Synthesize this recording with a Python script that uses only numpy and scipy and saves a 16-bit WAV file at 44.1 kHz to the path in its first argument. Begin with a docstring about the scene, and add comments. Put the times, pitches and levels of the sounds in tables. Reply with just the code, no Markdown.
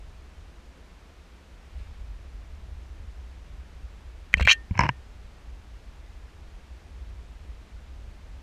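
"""A quiet enclosure: a hanging flying fox reaches for a hand-held camera and bumps it twice, near the mic.
First a claw clicks on the case, wing skin brushes it and the claw stick-slips off with a harsh squeak.
Then a duller rattle of knocks, damped by the animal's body as it drags over the case. Pushes rock the
camera with low thumps. Underneath: soft even hiss, hand rumble and twitches, one faint blanket swish."""
import sys
import numpy as np
from scipy import signal
from scipy.fft import rfft, irfft
from scipy.io import wavfile

SR = 44100
rng = np.random.default_rng(int(sys.argv[2]) if len(sys.argv) > 2 else 0)


def unload_wav(signal):
    """Save mono or channel-first audio to the path in sys.argv[1] as 16-bit WAV at rate SR, clipped to [-1, 1]."""
    wavfile.write(
        sys.argv[1],
        SR,
        np.round(np.clip(np.atleast_2d(signal).T, -1, 1) * 32767).astype(np.int16),
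    )


N = 371322

# even hiss: (frequency [Hz], density [dB])
HISS_SPECTRUM = [(88, -27), (150, -1), (352, -6.5), (2500, -15.5), (3690, -19.5), (6730, -26), (13300, -39),
                 (14600, -42.5), (15500, -52)]
# hand rumble: (frequency [Hz], density [dB])
RUMBLE_SPECTRUM = [(12, -16.5), (25, -8.5), (40, -3), (62, 0), (78, -6.5), (100, -17), (140, -26),
                   (220, -37.5), (500, -64), (4000, -100)]
# hand settles, then moves the camera: (time [s], rumble level [dB])
RUMBLE_LEVELS = [(0, -41), (1.15, -51.5), (1.69, -50.5), (1.74, -41), (2.1, -42), (3.0, -42), (4.25, -44),
                 (6.849, -44.5), (7.0, -41.5), (7.3, -44.5), (8.4, -42.5)]
# hand twitches: (time [s], peak [dB])
TWITCHES = [(1.765, -33.5), (1.812, -32), (2.725, -29), (3.086, -29.5), (3.192, -32.5), (3.848, -36.5),
            (6.739, -37), (7.02, -33), (7.129, -35), (7.499, -32)]
# pushes on the camera: (time [s], level [dB], swing [Hz], decay [s])
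PUSHES = [(4.339, -19, 57.6, 0.018), (4.369, -18.5, 63.4, 0.021), (4.4076, -11, 65.7, 0.029),
          (4.4518, -19.5, 105, 0.012), (4.7086, -11, 92, 0.0085), (4.756, -26.5, 102, 0.051),
          (4.7897, -9.5, 125, 0.0065), (4.796, -19, 65.7, 0.037), (4.8043, -20, 136, 0.018),
          (4.8335, -19.5, 110, 0.016), (4.8480, -20.5, 142, 0.019), (4.8890, -18.5, 129, 0.012)]
# animal dragging over the case: (time [s], length [s], level [dB])
DRAG_STROKES = [(4.739, 0.048, -48.5), (4.795, .077, -34.5), (4.870, 0.038, -45)]
# drag rasp: (frequency [Hz], density [dB])
RASP_SPECTRUM = [(150, -10), (320, 5.5), (430, -3), (650, 4.5), (850, 3), (1300, -2), (1650, 0), (2300, 3),
                 (2600, -2), (2900, -2), (3300, -18), (3700, -25), (4300, -20), (4750, -23), (5400, -16),
                 (6300, -26), (6900, -37), (10000, -44), (15000, -56)]
# wing skin friction: (frequency [Hz], density [dB])
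SKIN_SPECTRUM = [(300, -11), (1500, -0.5), (2200, 4.5), (2800, 0.5), (3400, -1.5), (4300, -0.5),
                 (4750, -16), (5400, -10), (6900, -5), (8100, -5), (9500, -17.5), (13800, -15),
                 (15500, -22)]
# wing on the case: (time [s], length [s], level [dB], chirp [Hz], chirp width [Hz],
# dry friction [dB re chirp], hollow body [dB re level])
WING_STROKES = [(4.328, .007, -38, 1600, 500, -5, -14), (4.3685, .007, -40, 4400, 500, -7, 0),
                (4.375, .016, -30, 2650, 95, -16, -18), (4.3956, 0.0026, -31, 1400, 596, -24, 4),
                (4.3973, .005, -27, 2000, 500, -25, -9), (4.4068, .003, -31, 1500, 900, -14, 3),
                (4.409, 0.006, -24.5, 2400, 700, -14.5, -9.5), (4.4215, 0.01, -24, 2280, 350, -9.5, -22),
                (4.448, .011, -21.5, 2330, 220, -12, -27), (4.4677, .005, -29, 3000, 400, -9, -14),
                (4.535, 0.022, -44, 1850, 300, 2, -25)]
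# hollow body of the case: (frequency [Hz], width [Hz], gain [dB])
HOLLOW_MODES = [(260.2, 300, -3), (570, 300, 0.5), (1060, 310, 2.5)]
# case resonances woken by friction: (frequency [Hz], width [Hz], gain [dB])
SQUEAK_MODES = [(1609, 50, -1.5), (1830, 40, -1), (1984, 80, -4), (2370, 81, 2), (2412, 50, 3),
                (2603, 44.7, -1), (2742, 45, 1.5), (3080, 36, 4), (3275, 32.8, -0.5), (3842, 80, -4),
                (4220, 75, -2), (4570, 40, -11), (5450, 150, -14), (6150, 400, -16)]
# low body of the case under a knock: (frequency [Hz], width [Hz], gain [dB])
BODY_MODES = [(328, 86, -9), (643, 68, -14), (775, 38, -19), (915, 28, -0.5), (967, 43, 10),
              (1005, 37, 3.5)]
# stiff shell under a knock: (frequency [Hz], width [Hz], gain [dB])
CRACK_MODES = [(1625, 180, 2), (2090, 170, 0.5), (2230, 90, 2), (2800, 120, -5.5)]
# bright tick of first touch: (frequency [Hz], width [Hz], gain [dB])
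TICK_MODES = [(4230, 280, -7), (5230, 250, 11), (5350, 160, 7), (5800, 150, -7), (7300, 180, -32),
              (8200, 220, -36)]
# bands the shell carries poorly: (frequency [Hz], width [Hz], gain [dB])
SHELL_NOTCHES = [(3520, 280, -11), (4820, 250, -7), (8900, 900, -7), (11800, 1100, -6)]
# contacts that leave a thin ring: (time [s], peak [dB])
RING_ONSETS = [(4.341, -39.5), (4.515, -29.5), (4.793, -39), (4.891, -46.5)]
# dull knocks: (time [s], body [dB], chatter decay [s], crack [Hz], crack [dB], tick [dB])
CASE_KNOCKS = [(4.708, -46.5, .004, 2200, -44.5, -64), (4.7410, -50, .011, 2400, -54, -66),
               (4.7520, -40, 0.011, 2500, -40, -69), (4.7757, -35, .003, 2550, -28, -44),
               (4.7912, -11, 0.0025, 1800, -15, -26), (4.8061, -21, .004, 2100, -22, -29.5),
               (4.8102, -18.5, .005, 2400, -26, -47), (4.814, -32, .002, 2310, -25, -54),
               (4.82, -30, 0.0046, 2000, -32, -49), (4.825, -28.5, 0.0057, 2400, -36, -58),
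               (4.8347, -18, 0.004, 2200, -25, -38), (4.8419, -31, .004, 2500, -32, -55),
               (4.8483, -29, .005, 2100, -39, -53), (4.8537, -25, .007, 1900, -35, -52),
               (4.8626, -28, 0.0053, 2000, -29, -52), (4.8897, -17.5, 0.0011, 2100, -18, -36.5)]
# claw tips on the case: (time [s], level [dB], ring [Hz], ring width [Hz], tail [dB],
# hollow body [dB], body low cut [Hz])
CLAW_STRIKES = [(4.3403, -6.5, 2100, 400, -17, -23.5, 130), (4.4745, -10, 1750, 560, -14, -18, 630),
                (4.4852, -17, 2220, 450, -15, -40, 1096), (4.4942, -9.5, 2690, 200, -18, -44, 1100),
                (4.5023, -15, 2960, 350, -15.5, -40, 1100), (4.5123, -14, 3130, 140, -15, -44, 1100),
                (4.5151, -14, 3120, 160, -15, -44, 1100)]


def undb(db):
    """Decibels to gain."""
    return 10 ** (np.asarray(db) / 20)


def level(x, db):
    """Scale to an rms level."""
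    return x * undb(db) / np.sqrt(np.mean(x ** 2))


def burst(x, db, window_s=0.0024):
    """Scale to the rms level x would have with all its energy in one window."""
    return x * undb(db) * np.sqrt(window_s * SR / np.sum(x ** 2))


def add(out, time_s, x):
    """Mix x in from time_s."""
    i = int(time_s * SR)
    out[i:i + len(x)] += x[:len(out) - i]


def seconds(size=4096):
    """Time axis."""
    return np.arange(size) / SR


def band(x, hz, width_hz):
    """One resonance, unity gain at centre."""
    return signal.lfilter(*signal.iirpeak(hz, hz / width_hz, fs=SR), x)


def ring(x, modes):
    """Parallel resonances."""
    return sum(undb(db) * band(x, hz, width_hz) for hz, width_hz, db in modes)


def butter(x, hz, kind, order=2):
    """Low-pass or high-pass."""
    return signal.sosfilt(signal.butter(order, hz, kind, fs=SR, output="sos"), x)


def colour(x, spectrum):
    """Shape x by a spectrum; rms 1."""
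    hz, db = np.transpose(spectrum)
    bins_hz = np.maximum(np.fft.rfftfreq(len(x), 1 / SR), 1)
    gain = undb(np.interp(np.log(bins_hz), np.log(hz), db))
    return level(irfft(rfft(x) * gain, len(x)), 0)


def noise(spectrum, size):
    """Coloured noise, rms 1."""
    return colour(rng.standard_normal(size), spectrum)


def wander(turns_per_s):
    """Slow random curve, spread near 1."""
    return np.interp(seconds(N) * turns_per_s, np.arange(512), 1.2 * rng.standard_normal(512))


def hiss(db=-56.5):
    """Soft even hiss."""
    return undb(db) * noise(HISS_SPECTRUM, N)


def hand_rumble(tremor_per_s=9, tremor_db=1.37):
    """The unsteady grip rumbles and quivers."""
    db = np.interp(seconds(N), *np.transpose(RUMBLE_LEVELS)) + tremor_db * wander(tremor_per_s)
    return undb(db) * noise(RUMBLE_SPECTRUM, N)


def blanket(time_s=1.81, swell_s=0.13, hz=2000, width_hz=2600, db=-64, flutter_db=1.5):
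    """The hand lets go of a fleece blanket: a faint, uneven swish."""
    swell = np.exp(-((seconds(N) - time_s) / swell_s) ** 2) * undb(flutter_db * wander(44.7))
    swish = band(band(rng.standard_normal(N), hz, width_hz), hz, width_hz)
    return swell * level(swish, db)


def hand_twitches(hz=60, width_s=0.018):
    """Each twitch makes the camera throb for two or three cycles."""
    out = np.zeros(N)
    for time_s, db in TWITCHES:
        t = seconds(N) - time_s
        out += undb(db) * np.exp(-(t / width_s) ** 2) * np.cos(2 * np.pi * hz * t)
    return out


def thumps(rise_s=0.0021, flex_hz=170, flex_db=-7, flex_s=0.00796):
    """Each push swings the camera for a few low cycles and briefly flexes its shell."""
    out, t = np.zeros(N), seconds(16384)
    flex = undb(flex_db) * np.sin(2 * np.pi * flex_hz * t) * np.exp(-t / flex_s)
    for time_s, db, hz, decay_s in PUSHES:
        swing = np.sin(2 * np.pi * hz * t) * np.exp(-t / decay_s)
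        add(out, time_s, -undb(db) * (swing + flex) * (1 - np.exp(-t / rise_s)))
    return butter(butter(out, 290, "low"), 24, "high")


def drags(fade_s=0.0056, catches_per_s=1100, scatter_db=4):
    """The animal drags over the case: a dense rasp of tiny catches."""
    out, t = np.zeros(N), seconds(8192)
    for time_s, length_s, db in DRAG_STROKES:
        catches = (rng.random(len(t)) < catches_per_s / SR) * rng.choice([-1, 1], len(t))
        force = catches * undb(scatter_db * rng.standard_normal(len(t)))
        pressure = np.clip(np.minimum(t, length_s - t) / fade_s, 0, 1)
        add(out, time_s, undb(db) * pressure * colour(force, RASP_SPECTRUM))
    return out


def contact(decay_s, chatter):
    """Force of a sharp blow, then a dying chatter of tiny contacts."""
    t = seconds()
    force = chatter * rng.standard_normal(len(t)) * np.exp(-t / decay_s)
    force[0] += 1
    return force


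def hollow(force, low_hz, top_hz):
    """Hollow body of the case, band-limited."""
    body = butter(ring(force, HOLLOW_MODES), top_hz, "low", order=4)
    return butter(body, low_hz, "high", order=3)


def shell(x):
    """The shell swallows a few narrow bands."""
    for hz, width_hz, db in SHELL_NOTCHES:
        x = x - (1 - undb(db)) * band(x, hz, width_hz)
    return x


def after_ring(hz=1821, t60_s=0.24):
    """A lightly damped camera part sings on after the hardest contacts."""
    out, t = np.zeros(N), seconds(16384)
    for time_s, db in RING_ONSETS:
        add(out, time_s, undb(db - 60 * t / t60_s) * np.sin(2 * np.pi * hz * t))
    return out


def wing_brushes(case_re_dry_db=7):
    """Wing skin slides in short swells, each chirping at its own pitch and sounding the case."""
    out, t = np.zeros(N), seconds()
    for time_s, length_s, db, hz, width_hz, dry_db, body_db in WING_STROKES:
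        swell = np.sin(np.pi * np.minimum(t / length_s, 1))
        friction = swell * noise(SKIN_SPECTRUM, len(t))
        chirp = band(band(swell * rng.standard_normal(len(t)), hz, width_hz), hz, hz)
        case = ring(friction, SQUEAK_MODES)
        skin = burst(chirp, 0) + burst(case, dry_db + case_re_dry_db) + burst(friction, dry_db)
        body = hollow(friction, low_hz=400, top_hz=750)
        add(out, time_s, burst(skin, db) + burst(body, db + body_db))
    return out


def knocks(lag_s=0.00149, damp_s=0.0085, thud_re_body_db=-13):
    """A bright tick, then case body, dead thud and a dry crack whose pitch depends on the spot hit."""
    out, t = np.zeros(N), seconds()
    for time_s, body_db, decay_s, crack_hz, crack_db, tick_db in CASE_KNOCKS:
        damping = np.exp(-(t / (damp_s + decay_s)) ** 2)  # the animal presses on the case
        body = ring(contact(decay_s, chatter=0.043), BODY_MODES)
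        body = butter(body, 1500, "low", order=3) * damping
        thud = butter(butter(contact(decay_s, chatter=0.03), 230, "high"), 1500, "low")
        crack = band(contact(0.0026, chatter=0.093), crack_hz, width_hz=1300)
        crack = butter(ring(crack, CRACK_MODES) * damping, 2950, "low", order=10)
        tick = ring(contact(0.56 * decay_s, chatter=0.23), TICK_MODES)
        tick = butter(butter(tick, 4000, "high", order=4), 7100, "low", order=5)
        knock = burst(body, body_db) + burst(thud, body_db + thud_re_body_db) + burst(crack, crack_db)
        add(out, time_s, burst(tick, tick_db))
        add(out, time_s + lag_s, knock)
    return out


def claw_clicks(tail_s=0.004, tail_floor_db=-13, dull_hz=3500, snap_re_strike_db=-32):
    """A hard claw tip: a few strong cycles of one resonance, then a faint ring of the case."""
    out = np.zeros(N)
    tail_fade = np.exp(-seconds() / tail_s) + undb(tail_floor_db)
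    for time_s, db, hz, width_hz, tail_db, body_db, low_hz in CLAW_STRIKES:
        blow = contact(0.001, chatter=0.017)
        strike = band(band(blow, hz, width_hz), hz, 2 * width_hz)
        tail = ring(contact(0.002, chatter=0.1), SQUEAK_MODES[:8]) * tail_fade
        click = butter(burst(strike, db) + burst(tail, tail_db), dull_hz, "low", order=4)
        snap = butter(band(contact(0.001, chatter=0.2), 6000, 3000), 9000, "low")
        body = hollow(blow, low_hz, top_hz=1500)
        add(out, time_s, click + burst(body, body_db) + burst(snap, db + snap_re_strike_db))
    return out


def claw_slips(count=15, start_s=4.4778, release_s=4.515, end_s=4.5305, jitter=0.2194, scatter_db=1.9,
               start_hz=1947, top_hz=3226, skim_hz=2746, grip_db=-18, press_db=6.5, skim_db=-21.5):
    """The claw speeds up, loses grip, skims. Rows: (time [s], level [dB], squeal [Hz], progress, skim)."""
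    time_error, level_error = rng.standard_normal((count, 2)).T
    progress = np.linspace(0, 1, count)
    due_s = start_s + progress * (end_s - start_s)
    gap_s = (end_s - start_s) / (count - 1)
    speed = np.clip((due_s - start_s) / (release_s - start_s), 0, 1) ** 1.3  # steepest at release
    skim = np.clip((due_s - release_s) / gap_s, 0, 1)  # 0 gripping, 1 skimming
    db = (1 - skim) * (grip_db + press_db * progress) + skim * skim_db + scatter_db * level_error
    hz = (1 - skim) * (start_hz + speed * (top_hz - start_hz)) + skim * skim_hz
    return np.transpose([due_s + jitter * gap_s * time_error, db, hz, progress, skim])


def claw_scrape(squeal_width_hz=240, sharp_hz=6150, body_hz=1300, body_width_hz=650):
    """Stick-slip: the squeal climbs as the claw slides off, then thins into grit."""
    out = np.zeros(N)
    for time_s, db, hz, progress, skim in claw_slips():
        force = contact(0.0016, chatter=0.25)
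        squeal = band(band(force, hz, squeal_width_hz), hz, 3 * squeal_width_hz)
        case = butter(ring(force, SQUEAK_MODES), 1000 + 750 * progress, "high", order=4)
        case = butter(case, 1.74 * hz, "low", order=5)  # shorter contacts reach higher modes
        sharp = band(band(contact(0.0024, chatter=0.4), sharp_hz, 1100), sharp_hz, 1800)
        sharp = butter(sharp, 6650, "low", order=6)
        grit = butter(butter(contact(0.004, chatter=0.8), 3950, "high"), 9200, "low")
        body = band(band(force, body_hz, body_width_hz), body_hz, body_width_hz)
        body = butter(body, 1000, "high")
        slip = burst(squeal, -4) + burst(case, 0) + burst(body, -11.5 - 6 * progress)
        slip += burst(sharp, -21 + 17.5 * progress) + burst(grit, -34.5 + 10 * progress + 9.5 * skim)
        add(out, time_s, undb(db) * slip)
    return out


def scene():
    """Mono and dry: contacts reach the mic through the case."""
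    first_bump = shell(claw_clicks() + wing_brushes() + claw_scrape())
    second_bump = knocks() + drags()
    background = hand_twitches() + blanket() + hand_rumble() + hiss()
    return (background + thumps() + after_ring() + first_bump + second_bump)[None]


def record(dry, ceiling=0.97, top_hz=15300):
    """The recorder clips near full scale and cuts the top."""
    lowpass = signal.firwin(127, top_hz, fs=SR)
    return signal.fftconvolve(np.clip(dry, -ceiling, ceiling), lowpass[None], mode="same")


dry = scene()
out = record(dry)
unload_wav(out)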